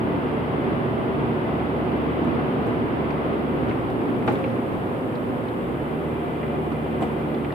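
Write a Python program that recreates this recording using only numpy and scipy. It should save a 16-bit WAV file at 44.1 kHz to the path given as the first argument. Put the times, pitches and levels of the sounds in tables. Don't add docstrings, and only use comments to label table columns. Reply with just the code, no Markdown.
import sys
import numpy as np
from scipy import signal
from scipy.fft import rfft, irfft, next_fast_len
from scipy.io import wavfile
from scipy.ndimage import map_coordinates

SR = 44100
rng = np.random.default_rng(int(sys.argv[2]) if len(sys.argv) > 2 else 0)


def master(y):
    cut = np.clip(np.atleast_2d(y).T, -1, 1)
    pcm = np.round(cut * 32767)
    wavfile.write(sys.argv[1], SR, pcm.astype(np.int16))


N = 332504
EASE_S = 3.26


def amp(db):
    return 10 ** (np.asarray(db) / 20)


def unit(x):
    return x / np.sqrt(np.mean(x ** 2) + 1e-20)


def along(points, hz):
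    freqs, values = np.transpose(points)
    return np.interp(np.log(hz + 1), np.log(freqs + 1), values)


def curves(rows):
    times, *columns = np.transpose(rows)
    return [np.interp(np.arange(N) / SR, times, column) for column in columns]


def wobble(rate):
    values = rng.standard_normal(int(N * rate / SR) + 4)
    return map_coordinates(values, [np.arange(N) * rate / SR])


def ramp(start_s, length_s):
    return np.clip((np.arange(N) / SR - start_s) / length_s, 0, 1)


def add(track, start_s, sound):
    part = track[..., round(start_s * SR):][..., :sound.shape[-1]]
    part += sound[..., :part.shape[-1]]


def filtered(x, response):
    size = next_fast_len(N + SR // 2)
    return irfft(rfft(x, size) * response(np.fft.rfftfreq(size, 1 / SR)), size)[..., :N]


def colour(points):
    return lambda hz: amp(along(points, hz))


def resonances(peaks):
    return lambda hz: sum(amp(db) / (1 + ((hz - mid) / width) ** 2) ** 1.5 for mid, width, db in peaks)


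# frequency in Hz, likeness (1 the same, -1 opposite).
LIKENESS = [(50, 1), (110, 0.89), (220, 0.55), (310, 0.77), (500, 0.57), (720, 0.34), (900, 0.11),
            (1100, -0.14), (1380, -0.44), (1800, -0.43), (2300, 0.039), (3000, 0.048), (3800, -0.023)]

def cabin(pair, response):
    def blend(hz):
        angle = np.arccos(np.clip(along(LIKENESS, hz), -1, 1)) / 2
        return response(hz) * np.array([np.cos(angle), np.sin(angle)])
    mid, side = filtered(pair, blend)
    return np.array([mid + side, mid - side])


def rush(response, drive=1):
    return unit(cabin(drive * rng.standard_normal((2, N)), response))


def burst(envelope, spectrum):
    response = colour(spectrum)
    average_gain = np.sqrt(np.mean(response(np.linspace(0, SR / 2, 4096)) ** 2))
    return cabin(envelope * rng.standard_normal((2, N)), response) / average_gain


# frequency in Hz, relative level in dB.
HISS_TONE = [(3000, 0), (6200, -11.5), (7800, -3), (9500, -1), (14500, -2.5)]

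def hiss(db=-60.0, rise_db=2.5, rise_s=0.97):
    return amp(db + rise_db * ramp(EASE_S, rise_s)) * rush(colour(HISS_TONE))


# start in seconds, level in dB, rise time and fade time in seconds.
JINGLES = [(2.225, -57, .012, .2), (2.655, -54, 0.0055, 0.18), (3.899, -56.5, 0.0022, .06),
           (4.245, -46.5, 0.034, 0.39), (6.995, -49.5, 0.014, 0.23)]
# frequency in Hz, relative level in dB.
METAL_TONE = [(3000, -30), (5500, -7), (8500, 1), (11500, -1), (14500, -6)]

def jingle(grain_db=4):
    shake, t = np.zeros(N), np.arange(SR // 2) / SR
    for start_s, db, rise_s, t60 in JINGLES:
        add(shake, start_s, amp(db - 60 * t / t60) * (1 - np.exp(-t / rise_s)) ** 2)
    return burst(shake * amp(grain_db * wobble(350)), METAL_TONE)


def chink(start_s=7.021, hz=7720, width_hz=380, db=-48, t60=0.07):
    envelope, t = np.zeros(N), np.arange(SR // 4) / SR
    add(envelope, start_s, amp(db - 60 * t / t60) * (1 - np.exp(-t / 0.00098)))
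    return envelope * rush(resonances([(hz, width_hz, 0)]))


# start in seconds, relative level in dB, pitch in Hz.
TRIM_TICKS = [(2.66, -47, 3700), (3.104, -29.5, 2050), (3.106, -48, 4500), (3.695, -37, 2900),
              (3.711, -30, 2180), (3.901, -48, 3700), (4.221, -30, 1900), (4.354, -40, 3200),
              (4.44, -27.5, 2420), (4.499, -49, 3600), (5.153, -44, 3800), (5.484, -43, 3300),
              (6.431, -31.5, 2050), (7.025, -35.5, 2920), (7.343, -39, 3220), (7.446, -32, 2450),
              (7.504, -31, 1900), (7.522, -40, 3200)]

def ticks(gain_db=-3, t60=0.039, spread=0.99):
    out, t = np.zeros((2, N)), np.arange(SR // 8) / SR
    for start_s, db, hz in TRIM_TICKS:
        cut_highs = signal.butter(6, hz * 1.23, fs=SR)
        cut_lows = signal.butter(1, hz / 2, "highpass", fs=SR)
        band = signal.butter(2, [hz / 1.11, hz * 1.11], "bandpass", fs=SR)
        centre = rng.standard_normal((2, 1, len(t)))
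        sides = spread * rng.standard_normal((2, 2, len(t)))
        scrape = signal.lfilter(*cut_highs, centre + sides)
        woody = unit(signal.lfilter(*cut_lows, scrape[0]))
        ring = unit(signal.lfilter(*band, scrape[1]))
        envelope = amp(db + gain_db - 60 * t / t60) * (1 - np.exp(-t / 0.00058))
        add(out, start_s, (woody + ring) * envelope)
    return out


# start in seconds, level in dB, pitch multiplier, treble cut-off in Hz.
KNOCKS = [(4.2766, -13, 0.96, 3800), (7.019, -16, .87, 776)]
# pitch in Hz, relative level in dB, fade time in seconds.
OBJECT_NOTES = [(362, -9, 0.12), (694, -9.5, 0.076), (815, -4.5, 0.11), (876, -2.5, 0.093),
                (1225, -6.5, 0.057), (1476, -8.5, 0.051), (2130, -16, 0.04), (2450, -16, 0.043),
                (3150, -24, .04)]
# frequency in Hz, relative level in dB.
CRACK_TONE = [(30, -40), (200, -4), (900, 2.5), (2300, -7.5), (4000, -21), (6000, -30), (12000, -28)]

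def knocks(ring_db=-2.5, crack_db=-7, crack_t60=0.063, gap_s=0.0036, gap_growth=3.1, loss_db=11):
    out, t = np.zeros((2, N)), np.arange(SR // 4) / SR
    attack = (1 - np.exp(-t / 0.00078)) ** 2
    for start_s, first_db, ratio, cutoff_hz in KNOCKS:
        ring, cracks = np.zeros((2, N)), np.zeros(N)
        for hit in range(3):
            hit_s = start_s + gap_s * np.sum(gap_growth ** np.arange(hit))
            hit_db = first_db - loss_db * hit
            for hz, note_db, t60 in OBJECT_NOTES:
                phase = 2 * np.pi * hz * ratio * (t + hit_s - start_s) + rng.normal(0, 0.21, (2, 1))
                add(ring, hit_s, amp(hit_db + note_db - 60 * t / t60) * attack * np.sin(phase))
            add(cracks, hit_s, amp(hit_db + crack_db - 60 * t / crack_t60))
        rattle = amp(ring_db) * ring + burst(cracks, CRACK_TONE)
        out += signal.lfilter(*signal.butter(2, cutoff_hz, fs=SR), rattle)
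    return out


# start in seconds, level in dB, fade time in seconds.
BUMPS = [(3.682, -25.5, 0.43), (4.276, -20.5, 0.73), (4.72, -31, 0.53), (6.718, -23, 0.088),
         (7.019, -23.5, 0.35)]
# frequency in Hz, relative level in dB.
JOLT_TONE = [(30, -48), (60, -27), (115, -2.5), (190, -11.5), (280, -2), (400, -6), (540, -21),
             (900, -15.5), (2500, -32), (5000, -49.5), (12000, -74)]

def thumps(rear_delay_s=0.175, rear_db=-12):
    jolts, t = np.zeros(N), np.arange(SR) / SR
    for start_s, db, t60 in BUMPS:
        jolt = amp(db - 60 * t / t60) * (1 - np.exp(-t / 0.00077))
        add(jolts, start_s, jolt)
        add(jolts, start_s + rear_delay_s, amp(rear_db) * jolt)
    return burst(jolts, JOLT_TONE)


# time in seconds, peak level in dB.
STONES = [(0.074, -19), (0.539, -19), (0.762, -26), (1.015, -23), (1.225, -19.5), (1.4935, -16.5),
          (1.964, -24), (2.173, -22), (2.842, -21), (3.635, -16), (5.282, -23), (5.544, -24), (6.438, -20),
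          (7.012, -16)]
# frequency in Hz, relative level in dB.
POP_TONE = [(20, -41), (80, -13), (250, 3), (800, 5), (1400, -8), (3000, -20.5), (4500, -44), (7000, -68)]

def stones():
    hits, pop = np.zeros(N), colour(POP_TONE)
    for hit_s, db in STONES:
        hits[round(hit_s * SR)] += amp(db)
    return filtered(hits, lambda hz: pop(hz) / pop(hz).mean())


# pitch in Hz, width in Hz, level in dB.
RING_AND_WHISTLE = [(706, 11, -43), (2390, 50, -53.5)]

def ring_and_whistle(start_s=6.0, end_s=7.4, fade_s=0.11):
    notes = [amp(db) * rush(resonances([(hz, width, 0)])) for hz, width, db in RING_AND_WHISTLE]
    envelope = ramp(start_s, fade_s) * (1 - ramp(end_s - fade_s, fade_s))
    return envelope * sum(notes)


def whine(hz, db, waver_db, roughness):
    phase = 2 * np.pi * np.cumsum(hz) / SR + roughness * wobble(30)
    return np.sqrt(2) * amp(db + waver_db * wobble(7)) * np.sin(phase)


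# time in seconds, pitch in Hz, level in dB.
COAST_NOTE = [(4.2, 541, -60), (4.33, 536, -34.5), (4.46, 531, -32), (4.56, 526, -42), (4.72, 520, -40.5),
              (5.0, 517, -36.5), (5.15, 504, -45), (5.4, 494.7, -39), (5.7, 475, -40), (6.4, 455.6, -46),
              (6.7, 450, -63)]

def gears(teeth_per_firing=9, drive_db=-44, release_s=0.65):
    firing_hz, = curves(ENGINE_SPEED)
    driving = whine(teeth_per_firing * firing_hz, drive_db, waver_db=4.0, roughness=0.4)
    coasting = whine(*curves(COAST_NOTE), waver_db=0.3, roughness=0.89)
    return driving * (1 - ramp(EASE_S, release_s)) + coasting


# time in seconds, firings per second.
ENGINE_SPEED = [(0, 73.64), (1.2, 72.9), (2.3, 74.22), (3.6, 73.06), (4.05, 56.1), (4.5, 47.52),
                (5.45, 49.5), (5.97, 78.88), (6.5, 75.73), (7.25, 75.1), (7.54, 71.1)]
# time in seconds, opening from 0 (closed) to 1 (open).
THROTTLE = [(0, 1), (3.6, 1), (3.95, 0.05), (5.55, 0), (6.05, 1), (7.25, 1), (7.54, .4)]
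# multiple of the firing rate, relative level in dB.
ENGINE_TONES = [(1, -6), (1.5, -18.5), (2, -1), (2.5, -13), (3, -5), (4, -7.5), (5, -5), (6, -15)]
# pitch in Hz, boost in dB.
CABIN_BOOST = [(47, -18), (62, -0.5), (75, -1.5), (110, -10.5), (134, 3), (146, -1), (160, -1), (205, -5.5),
               (220, 2), (229, 3), (290, -0.5)]
# pitch in Hz, width in Hz, relative level in dB.
BLOCK_RING = [(2026, 51, 0), (2890, 660, -12)]

def engine(db=-34, clatter_db=-19.0, drone_drop_db=4.5, clatter_drop_db=8.5, flutter_db=1.2):
    firing_hz, = curves(ENGINE_SPEED)
    closed = 1 - curves(THROTTLE)[0]
    unsteady_hz = firing_hz * (1 + 0.0019 * wobble(14))
    phase = 2 * np.pi * np.cumsum(unsteady_hz) / SR
    drone = np.zeros(N)
    for multiple, tone_db in ENGINE_TONES:
        boost_db = along(CABIN_BOOST, multiple * firing_hz)
        level_db = tone_db + boost_db + flutter_db * wobble(6.7) - drone_drop_db * closed
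        drone += np.sqrt(2) * amp(level_db) * np.sin(multiple * phase + rng.uniform(0, 2 * np.pi))
    pulses = rng.standard_normal(N) * (1 + 0.35 * np.cos(phase))
    clatter = unit(filtered(pulses, resonances(BLOCK_RING)))
    clatter_gain = amp(clatter_db - clatter_drop_db * closed + 1.5 * wobble(4.2))
    lean_left = amp([[1.5], [-1.5]])
    return amp(db) * (drone + clatter_gain * clatter * lean_left)


def road_gain(db, drop_db, coarse_db, fall_start_s=EASE_S, fall_s=1.8):
    coarse = np.exp(-((np.arange(N) / SR - 2.32) / 0.55) ** 2)
    return amp(db + coarse_db * coarse - drop_db * ramp(fall_start_s, fall_s))


# frequency in Hz, relative level in dB.
BOOM_TONE = [(15, -42), (32, -19), (58, -14.5), (88, -10), (115, -5), (150, -3.5), (210, -3.5), (300, -1.5),
             (400, -0.5), (450, -3.5), (600, -5.5), (800, -16.5), (1200, -26), (2500, -80.5)]
# pitch in Hz, width in Hz, relative level in dB.
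AIR_RING = [(116, 6.9, 4), (183.4, 23, -0.5), (236.8, 9.4, 4.5), (255.8, 9.5, 2.5), (290.4, 19, -1),
            (331, 45, -3.5), (382, 20, -1.5), (470, 36, -6.5), (713.6, 16, -7)]
# frequency in Hz, relative level in dB.
TREAD_TONE = [(250, -37), (550, -12.5), (730, 0), (950, -1.5), (1250, -4), (1600, -9), (2200, -14),
              (2900, -18), (3400, -22.5), (4000, -32), (5000, -37.5), (6000, -55), (8000, -84)]

def road(grit_db=0.27, patch_db=0.32, ring_swing_db=0.9):
    grit = amp(grit_db * wobble(300))
    boom = road_gain(db=-27.5, drop_db=1.5, coarse_db=0.28) * rush(colour(BOOM_TONE), grit)
    ring_gain = road_gain(db=-28, drop_db=4.5, coarse_db=1.12, fall_start_s=4.4, fall_s=0.98)
    ring = ring_gain * amp(ring_swing_db * wobble(5)) * rush(resonances(AIR_RING))
    tread = road_gain(db=-32.5, drop_db=3, coarse_db=0.77) * rush(colour(TREAD_TONE), grit)
    return amp(patch_db * wobble(7.8)) * (boom + ring + tread)


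def scene():
    car = road() + stones() + engine() + ring_and_whistle() + gears()
    rattles = knocks() + thumps() + ticks() + chink() + jingle()
    # frequency in Hz, left level minus right level in dB.
    balance = [(200, -1.3), (1000, -0.31), (2200, 0.51), (5000, -0.47), (12000, -0.8)]
    return filtered(car + rattles + hiss(), lambda hz: amp(np.outer([0.5, -0.5], along(balance, hz))))


def record(dry):
    return filtered(dry, lambda hz: hz < 14600)


dry = scene()
out = record(dry)
master(out)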